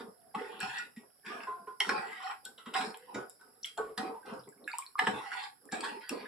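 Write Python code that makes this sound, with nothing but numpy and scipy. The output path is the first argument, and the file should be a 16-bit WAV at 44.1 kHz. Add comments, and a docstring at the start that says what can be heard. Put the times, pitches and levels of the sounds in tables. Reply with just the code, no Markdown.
"""Stirring thick dal on the stove

A steel ladle knocks, scrapes and rubs in an aluminium pot of simmering dal on a gas stove, heard close above.
Contacts are short bursts of noise shaped by the metal; the food-damped pot rings as a set of fading modes.
Sloshes, plops and simmering are made of small bubble tones. The tiled kitchen answers all but a steady hiss."""
import sys
import numpy as np
from scipy import signal
from scipy.fft import rfft, irfft, next_fast_len
from scipy.io import wavfile
from scipy.ndimage import map_coordinates

SR = 44100
rng = np.random.default_rng(int(sys.argv[2]) if len(sys.argv) > 2 else 0)


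def output_pcm(signal):
    """Save a mono or channel-first signal as 16-bit PCM at the path in sys.argv[1].

    Samples are clipped to [-1, 1] before scaling.
    """
    pcm = np.clip(np.atleast_2d(signal).T, -1, 1) * 32767
    wavfile.write(sys.argv[1], SR, np.round(pcm).astype(np.int16))


N = 276507  # length in samples

# ways the filled pot can ring: f/Hz, level/dB, t60/s (time to fade by 60 dB)
POT_MODES = [(423, 3, 1), (417, -5, 0.26), (758, 7, 1), (830, -23.5, 0.11), (902, 5.5, 0.085),
             (1042.5, -10, 0.43), (1118, -5.5, 0.37), (1266, 2.5, 0.17), (1452, 3.5, 0.17),
             (1625, -8.5, 0.22), (1920, -15, 0.052), (1911, -2, 0.13), (2435, -13.5, 0.072),
             (3250, -21.5, 0.52), (4950, -25, 0.21)]
# colour of grit and hard edges on metal: f/Hz, level/dB
GRIT_COLOUR = [(1500, -65), (2800, -6), (3700, 2), (4600, -0.5), (5400, 5), (7500, -5.5), (8800, -1.5),
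               (10500, -15), (13000, -24.5), (16000, -24)]
# dull colour of the food-laden base and of the dal: f/Hz, level/dB
THUD_COLOUR = [(40, -41), (110, -10), (160, -23), (205, 4), (320, -3.5), (440, 11), (580, -5), (1200, -7),
               (4000, -103)]


def amp(db):
    """Decibels to gain."""
    return 10 ** (np.asarray(db) / 20)


def unit(x):
    """Scale to rms 1."""
    return x / np.sqrt(np.mean(x ** 2) + 1e-20)


def fading(t, t60):
    """Gain that falls by 60 dB every t60 seconds."""
    return np.exp(-np.log(1000) * t / t60)


def along(points, hz):
    """Read values between (Hz, value) points on a log frequency axis."""
    f, v = np.transpose(points)
    return np.interp(np.log(hz + 1), np.log(f + 1), v)


def wobble(rate):
    """A smooth random curve with the given number of knots a second."""
    knots = rng.standard_normal(int(N * rate / SR) + 4)
    return map_coordinates(knots, [np.arange(N) * rate / SR])


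def filtered(x, response):
    """Filter x by a complex function of frequency."""
    n = x.shape[-1]
    m = next_fast_len(n + SR // 2)
    return irfft(rfft(x, m) * response(np.fft.rfftfreq(m, 1 / SR)), m)[..., :n]


def coloured(x, spectrum, size=2048):
    """Give x a spectrum with a filter of unit energy that never sounds before its input."""
    cepstrum = irfft(np.log(amp(along(spectrum, np.fft.rfftfreq(size, 1 / SR)))))
    fold = np.r_[1, np.full(size // 2 - 1, 2), np.zeros(size // 2)]  # makes it minimum phase
    h = irfft(np.exp(rfft(cepstrum * fold)))
    return signal.fftconvolve(x, h / np.linalg.norm(h))[:len(x)]


def add(track, s, sound):
    """Mix a sound into a track at time s."""
    part = track[max(round(s * SR), 0):][:len(sound)]
    part += sound[:len(part)]


def swell(t, length, change_db, attack_s, release_s):
    """Gain of one movement: it swells up to t = 0, changes steadily while it lasts, then dies away."""
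    attack = np.clip(1 + t / attack_s, 0, 1) ** 2
    release = fading(np.maximum(t - length, 0), release_s)
    return attack * amp(change_db * np.clip(t / length, 0, 1)) * release


def stroke(s, length, change_db, attack_s, release_s):
    """The same gain over the whole scene, for a movement at time s."""
    return swell(np.arange(N) / SR - s, length, change_db, attack_s, release_s)


def slips(rate, spread_db):
    """Tiny impacts at random times, rate a second and of widely varying size, rms 1."""
    struck = rng.random(N) < rate / SR
    sizes = rng.standard_normal(N) * amp(spread_db * np.clip(rng.standard_normal(N), -2, 2))
    return unit(struck * sizes)


def bubble(hz, t60, rise, onset_cycles):
    """An air pocket swells into ringing; its pitch rises by the share rise as it nears the surface."""
    t = np.arange(int(t60 * SR) + 2) / SR
    onset = 1 - np.exp(-(t * hz / onset_cycles) ** 2)
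    tone = np.sin(2 * np.pi * hz * t * (1 + rise * t / t60 / 2))
    return tone * fading(t, t60) * onset


def rough_tone(pitch_hz, width_hz):
    """A resonance driven at random: one pitch per sample, blurred over the given width."""
    where = [np.arange(len(pitch_hz)) * width_hz / SR]
    a, b = [map_coordinates(knots, where, mode="wrap") for knots in rng.standard_normal((2, 1024))]
    phase = 2 * np.pi * np.cumsum(pitch_hz) / SR
    return a * np.cos(phase) + b * np.sin(phase)


def shifting(x, depth_db, width_hz, hold_s, size=1024):
    """Bands of pitch come forward and recede at random; the overall loudness is kept."""
    hz, t, z = signal.stft(x, SR, nperseg=size)
    # the bands widen with pitch
    grid = np.meshgrid(np.log1p(hz / 1800) * 1800 / width_hz, t / hold_s, indexing="ij")
    field = map_coordinates(rng.standard_normal((256, 256)), grid, mode="wrap")
    y = signal.istft(z * amp(depth_db * np.tanh(field)), SR, nperseg=size)[1][:N]
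    return y * np.std(x) / np.std(y)


def through_pot(x, ring_db):
    """A contact is heard directly and through the wall's resonances, which the pressing ladle damps."""
    ladle_width_hz = 14  # the pressing ladle broadens every resonance

    def response(f):
        ring = 0
        for hz, db, t60 in POT_MODES:
            width = ladle_width_hz + np.log(1000) / np.pi / t60
            ring = ring + amp(db) * 1j * f * width / (hz * hz - f * f + 1j * f * width)
        return 1 + amp(ring_db) * ring

    y = filtered(x, response)
    return y * np.std(x) / np.std(y)


def kitchen():
    """One random answer of the room at each microphone: noise that fades at its own rate per pitch."""
    # how long the room sounds on: f/Hz, t60/s
    room_fade = [(100, 0.066), (500, 0.29), (2000, 0.24), (5000, 0.22), (12000, 0.39)]
    hz, t, z = signal.stft(rng.standard_normal((2, SR // 3)), SR, nperseg=256)
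    near_tiles = 1 + 0.99 * np.exp(-t / 0.031)  # the wall right behind the pot answers first
    fade = fading(t, along(room_fade, hz)[:, None])
    tail = signal.istft(z * near_tiles * fade, SR, nperseg=256)[1]
    delay = int(0.001121 * SR)
    return np.pad(tail / np.linalg.norm(tail[0]), ((0, 0), (delay, 0)))


def placed(x, room_db, count=24):
    """Direct sound plus the room's answer, redrawn at random from piece to piece."""
    # strength of the room's answer: f/Hz, level/dB
    room_colour = [(100, -7), (250, -9), (600, 4.5), (2000, 3.5), (4000, 1), (9000, -4.5), (15000, -9.5)]
    wet, step = np.zeros((2, N)), N // count + 1
    padded = np.pad(x, (step, 2 * step))
    fade = np.sin(np.pi * np.arange(2 * step) / step / 2)  # neighbouring pieces overlap
    for start in range(0, N + step, step):
        answer = signal.fftconvolve([padded[start:start + 2 * step] * fade], kitchen(), axes=1)
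        for ear, sound in zip(wet, answer):
            add(ear, (start - step) / SR, sound[max(step - start, 0):])
    direct = filtered(x, lambda f: amp(along([(3000, -1), (6000, -5.0)], f)))  # the rim shades the treble
    return direct + amp(room_db) * filtered(wet, lambda f: amp(along(room_colour, f)))


def hiss():
    """A faint uneven rush of noise with a thin high sizzle of tiny pops, the sizzle stronger on the right."""
    # colour of the rush: f/Hz, level/dB
    rush_colour = [(25, -27.5), (60, -6), (150, -0.5), (450, -3), (600, -21), (740, -2.5), (950, -21),
                   (1450, -5.5), (2600, -25.5), (4600, -23.5), (4950, -0.5), (5120, -23), (5350, -3),
                   (6200, -31.5), (9000, -20), (16000, -49)]
    sizzle_colour = [(7000, -12.0), (8700, -5), (9500, 1.5), (10600, 3.0), (11300, 3.5), (12000, -3.0),
                     (15500, -6.0)]  # f/Hz, level/dB
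    rush = [shifting(x, depth_db=4, width_hz=169, hold_s=0.15) for x in rng.standard_normal((2, N))]
    fizz = rng.standard_normal((2, N)) + amp(-9.5) * slips(60, spread_db=2.5)
    rush = np.array([coloured(x, rush_colour) for x in rush])
    sizzle = np.array([coloured(x, sizzle_colour) for x in fizz])
    return amp(-65.5) * rush + amp([[-75], [-68.5]]) * sizzle  # sizzle: left, right


def squelch(count=1100):
    """Little air pockets squeezed out of the dal, each ringing a few cycles; rms 1."""
    out = np.zeros(N)
    for when, pitch, size in rng.random((count, 3)):
        hz = 850 * 5 ** pitch
        pop = bubble(hz, 28 / hz, rise=0.057, onset_cycles=1.0)
        add(out, when * N / SR, amp(42 * size - 9 * pitch) * pop)
    return unit(out)


def scrape():
    """The ladle sticks and slips over the metal and the wet lentils caught under it."""
    # drags over the metal: t/s, length/s, level/dB, change along the stroke/dB,
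    # bite of the edge/dB and grit/dB (both on top of the level)
    drag_strokes = [(0, 0.027, -41.5, -22.5, -4.5, 0), (0.346, 0.23, -44.5, -6, -8, -14),
                    (0.597, 0.21, -48, 1.5, 4, 0.5), (1.261, 0.18, -45.5, -16.5, 3, -1.5),
                    (1.807, 0.08, -41.5, -8.5, 5.5, 2.5), (1.897, 0.12, -39.5, -3.5, -4.5, -13),
                    (2.037, 0.26, -48.5, 6, -2, -11), (2.453, 0.0068, -51, -12.5, -15.5, 11.5),
                    (2.654, 0.051, -61.5, 0.5, -12.5, -16), (2.742, 0.12, -33.5, -11, -3.5, -1),
                    (2.874, 0.31, -63, -5.5, -0.5, -20.5), (3.146, 0.086, -42, -5, -16.5, -20),
                    (3.395, 0.2, -59.5, -4.5, -26, -24.5), (3.646, 0.064, -64, -17, 17, 24),
                    (3.775, 0.011, -38.5, 4, -34, -30.5), (3.978, 0.1, -37, -5, -12, -15),
                    (4.257, 0.15, -44.5, -16.5, -13, -9), (4.669, 0.14, -61.5, 2.5, -2, 2.5),
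                    (4.983, 0.055, -32, 1, -18, -18), (5.064, 0.12, -38, -2, -10.5, -10),
                    (5.19, 0.25, -47.5, 3, 0, -6.5), (5.721, 0.076, -47, -12, 8.5, 2),
                    (5.834, 0.14, -38, -15, -2.5, -6), (6.011, 0.065, -67.5, -10.5, 17, -3.5),
                    (6.09, 0.29, -52.5, -13, 4, -4.5)]
    # the bare edge on metal: f/Hz, level/dB
    bite_colour = [(900, -47.5), (1700, -1.5), (2100, -4.5), (2600, -3.5), (3200, -9.5), (3800, -9.5),
                   (5000, -9.5), (9000, -66.5)]
    # the bowl of the ladle sliding on dal: f/Hz, level/dB
    cushioned_colour = [(150, -19), (430, -11.5), (620, -26.5), (760, -0.5), (1050, -4), (1600, 1),
                        (2000, -17.5), (2600, -25), (6000, -43.5)]
    bowl, edge, gritty = np.zeros((3, N))
    for s, length, db, change_db, bite_db, grit_db in drag_strokes:
        push = amp(db) * stroke(s, length, change_db, attack_s=0.012, release_s=0.17)
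        bowl += push
        edge += amp(bite_db) * push
        gritty += amp(grit_db) * push
    pressure = amp(1.44 * wobble(45) + 0.74 * wobble(14))
    catches = amp(-7) * slips(110, spread_db=5.0)  # now and then the edge snags
    contact = (slips(950, spread_db=1.5) + catches) * pressure
    body = coloured(contact * bowl * amp(-9.0), cushioned_colour)
    body = body + coloured(contact * edge * amp(-0.5), bite_colour)
    grains = (slips(1500, spread_db=4.5) + catches) * gritty * pressure
    grit = coloured(grains * amp(-4.0), GRIT_COLOUR)
    # bands of pitch come forward and recede at random
    metal = shifting(through_pot(body, ring_db=8.0) + grit, depth_db=9.0, width_hz=115.7, hold_s=.08)
    return metal + amp(-4.5) * np.sqrt(bowl * edge) * squelch()


def slosh(count=520):
    """Pushed by the ladle, the thick dal folds over: a dull churn full of small low gulps."""
    # waves of dal: crest t/s, length/s, level/dB, change along the wave/dB, swell before the crest/s
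    dal_waves = [(0, 0.09, -40, -7, .01), (0.263, 0.044, -64, 3, 0.047), (0.38, 0.088, -35, -20.5, 0.024),
                 (0.48, 0.18, -50.5, 3.5, 0.041), (0.687, 0.19, -61.5, 4.5, .03),
                 (0.971, 0.063, -59.5, 6, 0.017), (1.309, 0.14, -40.5, -10.5, 0.094),
                 (1.608, 0.11, -54, -5.5, 0.1), (1.899, 0.27, -29.5, -32, 0.06),
                 (2.24, 0.063, -66, -3, 0.26), (2.489, 0.043, -53, -4, 0.084),
                 (2.666, 0.047, -46.5, -1, 0.0077), (2.764, 0.12, -41.5, 4, 0.07),
                 (3.12, 0.013, -57, 12, 0.15), (3.151, 0.072, -33.5, -5, 0.013),
                 (3.487, 0.19, -57.5, -21, 0.11), (3.986, .13, -35.5, -0.5, 0.019),
                 (4.329, 0.039, -34.5, -5, 0.13), (4.476, 0.015, -45.5, -3.5, 0.032),
                 (4.659, 0.019, -46, -13, 0.16), (5.032, 0.017, -33, -12, 0.041),
                 (5.078, 0.15, -30.5, -16.5, 0.012), (5.65, 0.02, -50, 1, 0.049),
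                 (5.726, 0.24, -40.5, -2, .012), (6.118, .13, -29.5, -14.5, 0.021)]
    flow = np.zeros(N)
    for s, length, db, change_db, swell_s in dal_waves:
        flow += amp(db) * stroke(s, length, change_db, swell_s, release_s=0.17)
    gulps = np.zeros(N)
    for slot, (when, pitch, size) in enumerate(rng.random((count, 3))):
        hz = 185 * 2.7 ** pitch
        gulp = bubble(hz, 22 / hz, rise=0.14, onset_cycles=1.0)
        add(gulps, (slot + when) * N / count / SR, amp(10 * size) * gulp)
    churn = coloured(slips(700, spread_db=4.5), THUD_COLOUR)
    return flow * (amp(-4.5) * unit(gulps) + amp(-4.5) * unit(churn))


def simmer(count=700):
    """Faint bubbles keep breaking the surface at random times."""
    out = np.zeros(N)
    for when, pitch, size in rng.random((count, 3)):
        hz = 380 * 13 ** pitch
        pop = bubble(hz, 30 / hz, rise=0.05, onset_cycles=0.75)
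        add(out, when * N / SR, amp(-64 + 9.0 * size ** 2 - 5 * pitch) * pop)
    return out


def rub():
    """Friction drives resonances of the bowl, whose pitch glides with the ladle's depth in the dal."""
    # singing rubs: t/s, length/s, level/dB, change along the stroke/dB, f/Hz, glide/(Hz per s), width/Hz
    rub_strokes = [(0.171, 0.11, -70.5, 13, 702, 22, 100.6), (0.368, 0.32, -51.5, -13, 890, 4, 109),
                   (.41, 0.12, -44.5, -0.5, 432, -12, 108), (0.382, 0.16, -49, -25, 1700, -6, 904),
                   (0.506, 0.076, -60, 3.5, 3000, 1500, 1298), (0.634, 0.17, -41.5, -18, 787, 295, 132.5),
                   (.74, 0.13, -46.5, -21, 1800, 902, 402), (1.254, 0.2, -50, -3.5, 1640, -500, 295.5),
                   (1.285, 0.059, -54, 7, 1150, 1900, 108), (1.344, 0.16, -48, -8, 680, 8, 59),
                   (1.48, 0.22, -56, -19.5, 1480, -2, 248), (1.521, 0.13, -52.5, -17, 740, -250, 87),
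                   (1.944, 0.11, -36, -9, 793, -250, 129.5), (2.058, 0.19, -60.5, 3.5, 2800, 0, 1800),
                   (2.233, 0.063, -42, 1.5, 778.4, 147, 132), (2.36, 0.15, -70, 3, 800, -100, 69.7),
                   (2.759, 0.042, -32, -14, 771, -150, 131), (2.921, 0.2, -59, -5, 430, 500, 71.7),
                   (3.085, .05, -54, 1.5, 900, -400, 298), (3.85, 0.09, -43, -7, 445, -4, 45),
                   (4.3, 0.094, -53, -3.5, 1201, 0, 801), (4.28, .06, -61.5, -5, 2930, 0, 790),
                   (5.135, 0.22, -46.5, -12, 874, -600, 131), (5.28, 0.03, -40.5, -10, 767, 299, 130),
                   (5.369, 0.1, -38.5, -12.5, 801, 636, 125.6), (5.757, 0.012, -37, -14, 753, -3, 133),
                   (5.844, 0.15, -45, -8.5, 897, 2, 133), (5.852, 0.012, -36, -6, 1550, 0, 440),
                   (5.838, 0.052, -47, -20, 3700, 0, 810), (6.02, 0.2, -61.5, 3, 4700, 8, 378),
                   (6.04, 0.065, -54, -7, 1750, 0, 703), (6.13, .11, -54, -14, 902, 3, 203),
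                   (6.15, 0.11, -67, -3, 3500, -2, 598)]
    attack_s, release_s = 0.026, 0.038  # the release is a t60
    out, t = np.zeros(N), np.arange(SR // 2) / SR - attack_s
    for s, length, db, change_db, hz, glide, width in rub_strokes:
        tone = rough_tone(hz + glide * np.clip(t, 0, length), width)
        gain = amp(db + 2.0) * swell(t, length, change_db, attack_s, release_s)
        add(out, s - attack_s, gain * tone)
    return out


def clinks():
    """The ladle's edge or spatter rattles for a moment on the metal, in one broad resonance."""
    # short rough clinks: t/s, level/dB, f/Hz, width/Hz, t60/s
    clink_hits = [(0.346, -26, 912, 205, 0.073), (.604, -39, 3330, 1430, .07), (.964, -55, 2394, 900, 0.19),
                  (1.893, -20, 2090, 1190, 0.028), (2.448, -44, 3560, 694, 0.069),
                  (2.578, -45, 3430, 920, .1), (2.585, -50, 1436, 350, .18), (2.66, -48, 1610, 910, 0.22),
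                  (2.748, -31.5, 1614, 252, .1), (3.776, -31, 784, 330, 0.085),
                  (3.79, -46, 1238, 605, 0.43), (3.977, -26, 3840, 1100, 0.016),
                  (4.393, -44.5, 5160, 1080, .04), (4.435, -55.5, 3680, 900, 0.062),
                  (4.476, -51.5, 2185, 500, 0.053), (4.524, -52.5, 1560, 300, .06),
                  (4.576, -58, 2280, 500, .05), (4.676, -34.5, 2070, 1290, .1), (4.7, -42, 1440, 500, 0.21),
                  (4.735, -42, 2370, 1090, 0.12), (4.992, -19.5, 3260, 2000, .02),
                  (4.995, -32, 1515, 1000, 0.087), (5.783, -37, 2480, 400, 0.046),
                  (5.807, -33, 2450, 500, .04)]
    out, t = np.zeros(N), np.arange(SR // 4) / SR
    onset = 1 - np.exp(-t / 0.00084)
    for s, db, hz, width, t60 in clink_hits:
        tone = rough_tone(np.full(len(t), hz), width)
        add(out, s, amp(db - 1.0) * tone * onset * fading(t, t60))
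    return out


def knocks():
    """Each strike chatters briefly on the wall and thumps the food-laden base."""
    # ladle strikes the pot: t/s, level/dB, thud/dB and treble/dB (both on top of the level), chatter t60/s
    knock_hits = [(0.349, -29, 19, -16, 0.05), (0.604, -43.5, -24, -2, 0.27),
                  (0.785, -33.5, -20, -2, 0.023), (0.963, -62.5, -10, 6.5, 0.15),
                  (1.249, -48.5, -5, -8, 0.51), (1.405, -34, -24, -31, 0.022),
                  (1.434, -36, -18, -11, 0.032), (1.471, -42, -18, -12, 0.018),
                  (1.671, -54, -13, -13.5, 0.044), (1.803, -20, -28, 5, 0.012), (1.892, -16, 8, -10, 0.02),
                  (2.309, -37, 6.5, -9.5, 0.052), (2.45, -61.5, -16.5, 18.5, 0.073),
                  (2.579, -50, 21, -2.5, 0.21), (2.659, -47.5, -16, 0.5, 0.29),
                  (2.739, -35, -12, 9.5, 0.052), (2.809, -28, -23, -0.5, 0.04),
                  (2.944, -37, -19.5, -2.5, 0.0085), (3.144, -34.5, 12, -4, 0.14),
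                  (3.3, -61, -15, 12, 0.057), (3.411, -61, -23, 10.5, 0.026),
                  (3.776, -40.5, -24, 9.5, 0.0159), (3.977, -32.5, -4, 2, 0.044),
                  (4.993, -13, 6, -8, 0.015), (5.038, -33, -12, -4.5, 0.021), (5.07, -15, 17, -13.5, 0.044),
                  (5.317, -31.5, -11, -17.5, 0.058), (5.721, -41, 4, 6.5, 0.098),
                  (5.784, -44.5, -17, -3.5, .02), (5.807, -35, -17, 6.5, 0.015),
                  (5.841, -39.5, -30, 0.5, 0.11), (6.093, -37.5, -20, 8, .022)]
    # colour of the struck wall: f/Hz, level/dB
    metal_colour = [(150, -51), (620, -28.5), (760, 2), (1600, 4.5), (2500, -6), (3600, -10), (4600, -27.5),
                    (9000, -65)]
    wall, base, edge = np.zeros((3, N))
    t = np.arange(SR // 3) / SR
    for s, db, thud_db, treble_db, t60 in knock_hits:
        chatter = rng.standard_normal((3, len(t))) * amp(db) * fading(t, t60)
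        add(wall, s, chatter[0])
        add(base, s, chatter[1] * amp(thud_db - 26.5))
        add(edge, s, chatter[2] * amp(treble_db - 0.5))
    metal = through_pot(coloured(wall, metal_colour), ring_db=-6.0) + coloured(edge, GRIT_COLOUR)
    # bands of pitch come forward and recede at random
    metal = shifting(metal, depth_db=10.5, width_hz=136.3, hold_s=0.2084)
    return metal + coloured(base, THUD_COLOUR)


def plops():
    """Single bubbles burst and drops fall from the ladle, each a short tone of rising pitch."""
    # bubbles and drops: t/s, level/dB, f/Hz
    plop_drops = [(0.359, -26.5, 205), (.41, -27, 442), (0.607, -25, 1600), (0.628, -29, 192),
                  (0.97, -28, 221), (1.264, -38.5, 207), (1.356, -41, 675), (1.405, -41, 653),
                  (1.804, -5.5, 3015), (1.804, -10.5, 2024), (2.668, -28, 230), (2.792, -32, 215),
                  (3.159, -31, 228), (3.179, -31, 417), (3.63, -31, 4260), (3.634, -8, 5790),
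                  (3.645, -12.5, 3190), (3.649, -29, 2090), (3.777, -27.5, 826), (3.795, -22.5, 442),
                  (3.992, -24.5, 228), (4.642, -34.5, 3910), (4.676, -19.5, 1630), (4.677, -28, 2550),
                  (4.716, -22.5, 4400), (4.731, -23, 2280), (4.736, -24.5, 916), (4.787, -20.5, 1045),
                  (4.823, -30.5, 2280), (4.864, -24.5, 4160), (4.954, -21, 1126), (4.991, -8.5, 1960),
                  (4.992, -16, 1140), (5.08, -28.5, 197), (5.689, -34.5, 1700), (5.725, -24.5, 215),
                  (5.966, -31.5, 385), (6.094, -20, 2585), (6.094, -13, 5380), (6.111, -23, 260),
                  (6.124, -26.5, 423), (6.256, -28, 1660)]
    cycles, longest_s = 27.7, 0.067  # a bubble dies away in so many cycles; thick dal cuts big ones short
    out = np.zeros(N)
    for s, db, hz in plop_drops:
        onset_cycles = 2.55 * (hz / 1000) ** 0.37
        drop = bubble(hz, min(cycles / hz, longest_s), rise=0.14, onset_cycles=onset_cycles)
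        add(out, s, amp(db + 6.0) * drop)
    return out


def ticks():
    """Spatter and metal give very short bright cracks of noise."""
    # sharp little ticks: t/s, level/dB
    tick_hits = [(0.604, -31.5), (1.803, -49.5), (2.453, -31), (2.973, -42), (3.297, -37.5), (3.659, -30.5),
                 (3.777, -43), (3.978, -36.5), (4.49, -44), (4.679, -39.5), (4.785, -26), (4.991, -37),
                 (5.655, -49), (6.093, -30)]
    out, t = np.zeros(N), np.arange(SR // 100) / SR
    for s, db in tick_hits:
        add(out, s, amp(db + 7.5) * rng.standard_normal(len(t)) * np.exp(-t / 0.00043))
    return coloured(out, [(1500, -27.0), (4000, -21.0), (8000, -2.5), (11000, -7.0), (15500, -11.5)])


def rocking():
    """Hard pushes rock the heavy pot on its stand with a soft rumble of low noise."""
    # rocking pushes: t/s, level/dB, length/s
    rock_pushes = [(0.604, -51, 0.11), (1.892, -61, 0.11), (3.135, -50, 0.062), (4.288, -58, 0.22),
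                   (5.042, -47.5, 0.14)]
    push = np.zeros(N)
    for s, db, length in rock_pushes:
        add(push, s, amp(db) * signal.windows.tukey(int(length * SR)))
    rumble_colour = [(25, -25), (55, -7), (85, 9.0), (105, 0), (135, 24.0), (220, -28), (1000, -54)]
    return coloured(push * rng.standard_normal(N), rumble_colour)


def rings(reach_db=50, others_db=-8):
    """Cushioned bumps ring the pot's modes near one pitch, tuned afresh for each bump and drifting a little."""
    # the wall is set ringing: t/s, level/dB, pitch of the main mode f/Hz, extra damping/(dB per s)
    ring_bumps = [(0.791, -31.5, 1450, 10), (0.963, -44, 1905, 17), (1.47, -28.5, 1049, 4.1),
                  (1.471, -34.5, 1470, 12), (1.483, -36, 418.6, 50), (1.672, -34.5, 1033, 130),
                  (1.674, -33.5, 415.4, 135), (1.676, -37, 1434, 10), (1.806, -31, 1012, 240),
                  (1.809, -39.5, 412, 30), (1.895, -26.5, 1073, 39), (2.456, -39, 1519, 23),
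                  (2.587, -51, 1370, 12), (2.748, -26, 766.5, 98), (3.409, -46, 1513, 7.1),
                  (3.648, -47, 3215, 62), (3.786, -31, 1128, 2), (3.777, -31.5, 1497, 55),
                  (3.777, -31, 880.5, 2), (3.783, -28.5, 436.4, 5.5), (4.14, -35, 924, 58),
                  (4.229, -42.5, 1570, 180), (5.069, -32, 1122, 60), (5.727, -22.5, 759, 270)]
    free_s, late_fade_db_per_s = 0.13, 230.5  # each ring fades slowly at first, then much faster after free_s
    flutter_db, flutter_top_hz = -1.5, 53.7  # each mode's level wavers, at random rates up to this
    out, t = np.zeros(N), np.arange(SR // 2) / SR
    hz, level, t60 = np.transpose(POT_MODES)[:, :, None]
    late_fade = late_fade_db_per_s * np.maximum(t - free_s, 0)
    onset = 1 - np.exp(-t / 0.0026)
    for s, db, pitch_hz, damping in ring_bumps:
        # the main mode is near in pitch, with long-lived modes favoured
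        main = np.argmin(np.abs(hz - pitch_hz) / np.minimum(t60, .2) ** 2)
        octaves_away = np.abs(np.log2(hz / hz[main]))
        strength = np.minimum(level - level[main], 0) - reach_db * octaves_away
        strength = strength + others_db * (hz != hz[main])
        drift = 8 * np.cumsum(rng.standard_normal((len(hz), len(t))), axis=1) / np.sqrt(SR)  # random phase walk
        rate_hz = flutter_top_hz * rng.random(hz.shape)
        flutter = flutter_db * np.sin(2 * np.pi * rate_hz * t + 2 * drift)
        gain = amp(strength + flutter - damping * t - late_fade) * fading(t, t60)
        modes = gain * np.sin(2 * np.pi * hz * pitch_hz / hz[main] * t + drift)
        signs = rng.choice([-1, 1], hz.shape)
        add(out, s, amp(db) * (modes * signs).sum(0) * onset)
    return out


def scene():
    """Scrapes, rubs, sloshes and rocking carry more room; knocks, rings, plops and ticks carry less."""
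    ladle = placed(scrape() + rub(), room_db=1.5) + placed(knocks() + clinks(), room_db=-2.5)
    ringing = placed(rings(), room_db=-5.5)
    dal = placed(slosh() + rocking(), room_db=0.5) + placed(plops() + simmer() + ticks(), room_db=-5.0)
    return ladle + ringing + dal + hiss()


def record(dry):
    """The two microphones differ slightly in colour and arrival time, and share a treble notch and a band limit."""
    # colour shared by both microphones: f/Hz, level/dB
    mic_colour = [(100, -8), (5650, -3.5), (5950, -23.5), (6130, -13), (6350, -24), (6700, -8), (7400, 3.5),
                  (8900, -1.5), (9500, -2.5), (10300, 6.5), (16000, -14)]
    # left minus right: f/Hz, level/dB
    left_right_tilt = [(100, 0.5), (300, -2), (1000, -1), (2000, -2), (4000, -0.5), (8000, 7), (12000, -8)]
    lag_ms, top_hz = 0.028, 15900  # the pot is slightly nearer to the right microphone
    side = np.array([[.5], [-.5]])  # left, right

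    def response(hz):
        tilt = amp(side * along(left_right_tilt, hz))
        lag = np.exp(-2j * np.pi * hz * side * lag_ms / 1000)
        return tilt * lag * amp(along(mic_colour, hz)) * (hz < top_hz)

    return filtered(dry, response)


dry = scene()
out = record(dry)
output_pcm(out)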